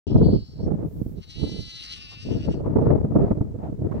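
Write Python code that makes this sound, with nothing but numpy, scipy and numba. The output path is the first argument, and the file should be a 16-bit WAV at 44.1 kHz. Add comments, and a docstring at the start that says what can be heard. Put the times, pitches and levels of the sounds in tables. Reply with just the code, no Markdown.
"""An open hillside: a lamb bleats twice, a thin quavering call, then a long loud one that cracks in the
middle and trails off as the mouth closes. Vocal-fold pulses and breath ring its throat resonances.
Gusts buffet the two microphone ports, each on its own, with rumble, thumps and two brief hollow tones.
Behind them lie a faint country hush, a short high hiss and two soft scuffs."""
import sys
import numpy as np
from scipy import signal
from scipy.fft import rfft, irfft
from scipy.io import wavfile
from scipy.ndimage import uniform_filter1d, map_coordinates
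from numba import njit

SR = 44100
rng = np.random.default_rng(int(sys.argv[2]) if len(sys.argv) > 2 else 0)


def to_wav(s):
    """Save 16-bit WAV."""
    ch = np.atleast_2d(s).T  # columns
    pcm = np.round(np.clip(ch, -1, 1) * 32767)  # PCM
    wavfile.write(sys.argv[1], SR, pcm.astype(np.int16))


N = 176400
TIME = np.arange(N) / SR

# Wind strength at the ports. Each row: time in seconds, relative level in dB.
GUSTS = [(.06, -31.5), (.11, -21), (.27, -19.5), (.35, -22), (.47, -45.5), (.55, -41), (.62, -25.5),
         (.72, -25.5), (.76, -31.5), (.84, -26), (.9, -38), (.95, -30.5), (1.19, -34), (1.23, -47.5),
         (1.34, -44.5), (1.43, -26), (1.6, -33.5), (1.7, -47.5), (2.22, -46), (2.26, -31), (2.35, -25.5),
         (2.42, -32.5), (2.47, -25), (2.54, -28), (2.75, -25), (2.9, -20.5), (3.0, -25), (3.06, -27),
         (3.1, -28), (3.15, -24), (3.32, -27), (3.37, -30.5), (3.75, -33), (3.85, -26), (4.0, -33)]
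# Side the wind strikes. Each row: time in seconds, left minus right in dB.
GUST_SIDE = [(.2, 4.5), (.36, -5), (.8, -1.5), (1.19, -6), (1.25, 17), (1.4, -7), (1.68, -8), (1.76, 1),
             (4.0, -2)]
# Single hard buffets. Each row: start in seconds, relative peak in dB.
BUFFETS = [(0.111, -11.5), (.15, -11), (.212, -7.5), (0.28, -11), (0.66, -16.5), (1.012, -17.5),
           (1.057, -17.5), (1.439, -19.5), (2.306, -15), (2.478, -15.5), (2.756, -12), (2.863, -14),
           (2.9, -7), (3.041, -12), (3.151, -12), (3.305, -12), (3.406, -11)]
BUFFET_RISE_S = .006


def from_db(db):
    """Decibels to gain."""
    return 10 ** (np.asarray(db) / 20)


def unit_rms(x):
    """Scale to rms 1."""
    return x / np.sqrt(np.mean(x ** 2) + 1e-20)


def in_time(rows):
    """Each value column of a time curve, per sample."""
    times_s, *columns = np.transpose(rows)
    return [np.interp(TIME, times_s, column) for column in columns]


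def at_hz(rows, hz, column=1):
    """A spectrum column, interpolated over log frequency."""
    rows = np.array(rows)
    return np.interp(np.log(hz), np.log(rows[:, 0]), rows[:, column])


def pan(side_db):
    """Stereo gains for a left-minus-right level."""
    return from_db(np.array([[.5], [-.5]]) * side_db)


def swell(centre_s, sigma_s, peak_db):
    """Gaussian envelope."""
    return from_db(peak_db) * np.exp(-.5 * ((TIME - centre_s) / sigma_s) ** 2)


def butter(x, order, hz, kind="low"):
    """Butterworth filter."""
    return signal.sosfilt(signal.butter(order, hz, kind, fs=SR, output="sos"), x)


def drift(corner_hz):
    """Smooth random curve, rms 1."""
    hop, settle = 20, 2000
    pole = np.exp(-2 * np.pi * corner_hz * hop / SR)
    white = rng.standard_normal(N // hop + settle + 2)
    slow = signal.lfilter([1], [1, -2 * pole, pole * pole], white)[settle:]
    return np.interp(np.arange(N) / hop, np.arange(len(slow)), unit_rms(slow))


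def coloured_noise(spectrum):
    """Steady stereo noise of a given spectrum, rms 1."""
    hz = np.maximum(np.fft.rfftfreq(N, 1 / SR), 1)
    return unit_rms(irfft(rfft(rng.standard_normal((2, N))) * from_db(at_hz(spectrum, hz)), N))


@njit
def resonance(x, angle_rad, radius):
    """Two-pole resonator with a moving centre, peak gain 1."""
    y = np.zeros(len(x))
    for i in range(2, len(x)):
        drive = (1 - radius ** 2) / 2 * (x[i] - x[i - 2])
        y[i] = drive + 2 * radius * np.cos(angle_rad[i]) * y[i - 1] - radius ** 2 * y[i - 2]
    return y


def hush():
    """Faint, steady country hush."""
    # Each row: frequency in Hz, relative density in dB.
    spectrum = [(30, -11.5), (60, 10.5), (130, -9), (300, -26), (700, -17), (3000, -32.5), (8000, -33.5),
                (10000, -41), (15500, -37.5)]
    return from_db(-56) * coloured_noise(spectrum)


def hiss():
    """A short swell of high hiss."""
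    # Each row: time in seconds, level in dB.
    level = [(.74, -92), (.86, -65.5), (.97, -62.5), (1.12, -63), (1.24, -80)]
    # Each row: frequency in Hz, relative density in dB.
    spectrum = [(1000, -21.5), (4000, -8), (9000, -10), (12500, -1), (15500, -0.5)]
    return from_db(in_time(level)[0]) * coloured_noise(spectrum)


def scuffs():
    """Two soft scuffs close to the microphone."""
    # Each row: centre in seconds, sigma in seconds, peak in dB.
    events = [(2.133, 0.013, -52.5), (3.924, 0.005, -38)]
    # Each row: frequency in Hz, relative density in dB.
    spectrum = [(200, 7), (1100, 22), (5000, -32), (13500, -26)]
    return sum(swell(*event) for event in events) * coloured_noise(spectrum)


def moans(width_hz=246):
    """Brief hollow tones in the wind: swells of narrow noise."""
    # Each row: centre in seconds, sigma in seconds, frequency in Hz, peak in dB.
    events = [(2.664, 0.013, 923, -39), (3.65, 0.027, 700, -39)]
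    out = 0
    for centre_s, sigma_s, hz, peak_db in events:
        band = butter(rng.standard_normal((2, N)), 2, [hz - width_hz / 2, hz + width_hz / 2], "band")
        out += swell(centre_s, sigma_s, peak_db) * unit_rms(band)
    return out


def thumps(rate_per_s=24, cutoff_hz=300):
    """Eddies tug each port in rounded pulses: at random, scaled by the gust, and once per buffet."""
    hits = rng.random((2, N)) < rate_per_s / SR
    tugs = hits * rng.uniform(.18, 1, (2, N)) * from_db(in_time(GUSTS)[0] + 1)
    for start_s, peak_db in BUFFETS:
        hit_s = start_s + BUFFET_RISE_S * rng.random(2)
        tugs[[0, 1], (hit_s * SR).astype(int)] += from_db(peak_db - 1)
    pulses = butter(tugs + 1e-18, 4, cutoff_hz) * SR / (2 * cutoff_hz)
    return -butter(pulses, 2, 60, "high") * pan(in_time(GUST_SIDE)[0])


def gust_strength_db(buffet_trim_db=-10):
    """Gusts and sudden buffets, summed in power."""
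    power = from_db(in_time(GUSTS)[0]) ** 2
    for start_s, peak_db in BUFFETS:
        age = np.maximum(TIME - start_s, 0) / BUFFET_RISE_S
        power += (from_db(peak_db + buffet_trim_db) * age * np.exp(1 - age)) ** 2
    return 10 * np.log10(power)


def noise_bands():
    """Yield centre in Hz and half-octave noise, independent left and right; steeper below 1500 Hz."""
    edges_hz = 22 * 2 ** np.arange(0, 9.6, .5)
    white = rng.standard_normal((2, 2, N))
    for k, (low_hz, high_hz) in enumerate(zip(edges_hz, edges_hz[1:])):
        band = butter(white[k % 2], 2, [low_hz, high_hz], "band")
        if high_hz < 1500:
            band = butter(band, 2, [low_hz, high_hz], "band")
        yield np.sqrt(low_hz * high_hz), band


def wind(level_db=-26.5, reference_gust_db=-27, shelf_hz=600, flicker_db=1.5):
    """Eddies buffet each port separately; stronger gusts and eddies lift the mids most."""
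    # Each row: frequency in Hz, relative density in dB at the reference gust, dB gained per dB of gust.
    spectrum = [(25.4, -19.5, 1.5), (52, -1, 1.05), (116, 3, 1.224), (247, -4.5, 1.5337),
                (476, -10.5, 1.57), (782, -28.5, 2), (1264, -42, 1.82), (2250, -60.5, 1.16),
                (4140, -68.5, 1.08), (9000, -83, 0.77)]
    # Brightness. Each row: time in seconds, treble shelf gain in dB.
    treble = [(.1, -10.5), (.35, -20), (.65, -2.5), (.82, 7), (1.05, -20.5), (1.45, -6), (2.3, -6.5),
              (2.9, 6.5), (3.05, -2), (3.3, 9), (3.5, -8.5), (3.66, 12), (3.78, -12.5), (3.93, 12)]
    gust_db = gust_strength_db() - reference_gust_db
    (side_db,), (treble_db,) = in_time(GUST_SIDE), in_time(treble)
    eddies = 2 * np.tanh(np.array([drift(41.5), drift(41.5)]) / 2)
    out, steady = 0, 0
    for hz, band in noise_bands():
        band = band * from_db(at_hz(spectrum, hz))
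        steady += band
        shelf = hz ** 2 / (hz ** 2 + shelf_hz ** 2)
        strength_db = gust_db + (4.2 - .5 * shelf) * eddies
        gain_db = at_hz(spectrum, hz, column=2) * strength_db + shelf * treble_db
        out += band * from_db(gain_db + flicker_db * drift(14.4))
    return from_db(level_db) * out / np.std(steady) * pan(side_db)


def hillside_scatter(voice, level_db=-15, t60_s=.35):
    """Faint scatter from slope and hedges, different on each side."""
    age_s = TIME[:SR // 2]
    tail = rng.standard_normal((2, len(age_s))) * from_db(-60 * age_s / t60_s)
    tail /= np.sqrt(np.sum(tail[0] ** 2))
    return from_db(level_db) * signal.fftconvolve(voice[None], tail, axes=1)[:, :N]


def vocal_folds(hz, rough, wander=.028, jitter=.06, shimmer_db=2.2):
    """A pulse and a puff of breath per cycle; roughness splits the pulses into strong and weak."""
    cycles = np.cumsum(hz * (1 + wander * rough * drift(49.4))) / SR
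    starts = np.interp(np.arange(1, int(cycles[-1])), cycles, np.arange(N))
    at = starts.astype(int)
    alternation = (-1) ** np.arange(len(at))[:, None]
    timing, strength = (rng.standard_normal((2000, 2))[:len(at)] + alternation).T
    starts += jitter * rough[at] ** 2 * timing * SR / hz[at]
    gains = from_db(shimmer_db * rough[at] * strength)
    taps = starts.astype(int)[:, None] + np.arange(-8, 9)
    pulses = np.zeros(N)
    np.add.at(pulses, np.clip(taps, 0, N - 1), np.sinc(taps - starts[:, None]) * gains[:, None])
    breath = rng.standard_normal(N) * np.exp(-2 * (cycles % 1))
    return unit_rms(pulses), unit_rms(breath)


def throat(pulses, breath, formants, mouth, rough, push, breathy_above_hz=7000, flicker_db=2):
    """Pulses and breath ring resonances moved by mouth and effort; a rough voice is breathier."""
    out = 0
    for k, (*poses, width_hz) in enumerate(formants):
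        centre_hz = np.interp(mouth, [0, .5, 1], poses[0::2])
        peak_db = np.interp(mouth, [0, .5, 1], poses[1::2])
        rasp = 1.05 * rough * (1 + (centre_hz / breathy_above_hz) ** 4)
        source = (pulses + rasp * breath) / np.hypot(1, rasp)
        angle_rad = 2 * np.pi * centre_hz * (1 + .45 * push + .008 * drift(20)) / SR
        radius = np.exp(-np.pi * width_hz / SR)
        ring = resonance(resonance(source, angle_rad, radius), angle_rad, radius)
        out += (-1) ** k * from_db(peak_db + flicker_db * drift(13)) * ring
    return butter(butter(out, 2, 850, "high"), 12, 11600)


def bleat(pitch, level, voice, formants, quaver_hz=23, quaver_depth=.009, db_per_push=50):
    """One quavering call; each push of effort lifts pitch, loudness and resonances together."""
    (hz,), (level_db,), (mouth, rough) = in_time(pitch), in_time(level), in_time(voice)
    hz *= 1 + quaver_depth * np.sin(2 * np.pi * quaver_hz * TIME + drift(4))
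    push = hz / uniform_filter1d(hz, size=6000) - 1  # relative rise over the local mean pitch
    pulses, breath = vocal_folds(hz, rough)
    call = throat(pulses, breath, formants, mouth, rough, push)
    call /= np.sqrt(uniform_filter1d(call ** 2, size=900) + 1e-12)  # flatten the envelope
    sounding = (TIME > level[0][0]) & (TIME < level[-1][0])
    return call * from_db(level_db + db_per_push * push) * sounding


def lamb(left_lag_s=.000506):
    """A thin bleat, then a long one; both reach the left port slightly late."""
    # Each row: time in seconds, pitch in Hz.
    thin_pitch = [(.07, 262), (.11, 277), (.135, 266), (.185, 284), (.2, 267), (.268, 291), (.278, 266),
                  (.352, 286), (.365, 273), (.42, 272), (.48, 288), (.497, 279), (.523, 292), (.55, 267),
                  (.595, 266), (.645, 290), (.68, 255)]
    long_pitch = [(1.16, 257), (1.2, 266), (1.24, 313), (1.256, 291), (1.29, 309), (1.305, 329),
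                  (1.33, 311), (1.39, 332), (1.52, 337), (1.64, 337), (1.675, 329), (1.705, 339),
                  (1.725, 326), (1.765, 335), (1.79, 323), (1.845, 326), (1.885, 312), (1.927, 342),
                  (1.945, 306), (1.995, 288), (2.025, 305), (2.075, 288), (2.115, 307), (2.18, 292),
                  (2.228, 311), (2.245, 290), (2.27, 299), (2.288, 283), (2.31, 302), (2.345, 300),
                  (2.365, 280), (2.4, 276), (2.45, 293), (2.48, 248), (2.525, 283), (2.57, 234)]
    # Each row: time in seconds, base level in dB.
    thin_level = [(.06, -51), (.13, -56.5), (.215, -58), (.245, -50.5), (.35, -51.5), (.43, -55.5),
                  (.514, -60), (.545, -62), (.6, -59.5), (.655, -65), (.685, -74)]
    long_level = [(1.15, -77), (1.18, -61), (1.2, -66), (1.236, -53), (1.263, -60), (1.3, -47.5),
                  (1.41, -43.5), (1.67, -43.5), (1.81, -40), (1.87, -41), (1.935, -39.5), (2.0, -44),
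                  (2.22, -46.5), (2.39, -51.5), (2.45, -50.5), (2.485, -55.5), (2.53, -54), (2.61, -68)]
    # Each row: time in seconds, mouth from 0 (narrow) to 1 (wide), roughness from 0 to 1.
    thin_voice = [(.07, 0, .45), (.2, .05, .45), (.24, .48, .28), (.34, .72, .22), (.46, .97, .22),
                  (.67, 1, .33)]
    long_voice = [(1.2, .9, .3), (1.3, .95, .24), (1.4, 1, .14), (1.65, 1, .14), (1.77, .95, .26),
                  (1.81, .9, .5), (1.87, .9, .52), (1.905, .9, .36), (1.95, .88, .58), (2.01, .52, .22),
                  (2.2, .42, .25), (2.42, 0, .38), (2.57, 0, .55)]
    # Throat resonances. Each row: centre in Hz and relative gain in dB for a narrow, a half-open
    # and a wide mouth, then bandwidth per stage in Hz.
    thin_formants = [(3030, -1, 3100, -9, 3000, -12.5, 520), (4150, -11.5, 4370, -1.5, 4400, -1.5, 590),
                     (5010, -2.5, 4650, -6.5, 5320, -3.5, 500), (6600, -17, 7300, -29.5, 6600, -22.5, 1200)]
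    long_formants = [(1330, -2, 1160, -12, 1180, -17.5, 510), (1866, -6.5, 1840, -17.5, 2056, -17.5, 520),
                     (2820, 9, 2800, 4.5, 2990, -4, 490), (3650, -9, 3790, -6, 4066, -1.5, 590),
                     (4520, 3.5, 4700, -1.5, 4670, -8, 640), (5450, -4, 5700, -12, 5680, -14, 1220),
                     (7750, -17.5, 8400, -29, 8550, -30.5, 2200),
                     (10000, -28.5, 10000, -33.5, 11000, -29.5, 1100)]
    calls = bleat(thin_pitch, thin_level, thin_voice, thin_formants)
    calls += bleat(long_pitch, long_level, long_voice, long_formants)
    left = map_coordinates(calls, [np.arange(N) - left_lag_s * SR], order=3)
    return np.array([left, calls]) * pan(side_db=3.5) + hillside_scatter(calls)


def scene():
    """Lamb, wind and background, in stereo."""
    return lamb() + wind() + thumps() + moans() + (hush() + hiss() + scuffs()) * pan(side_db=1)


def record(dry):
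    """Sound sets in after a moment of silence; peaks are rounded and the top is cut."""
    start_s, fade_s, cutoff_hz = .068, .002, 15800
    rounded = np.tanh(dry) * np.clip((TIME - start_s) / fade_s, 0, 1)
    return signal.sosfilt(signal.ellip(10, .1, 80, cutoff_hz, fs=SR, output="sos"), rounded)


dry = scene()
out = record(dry)
to_wav(out)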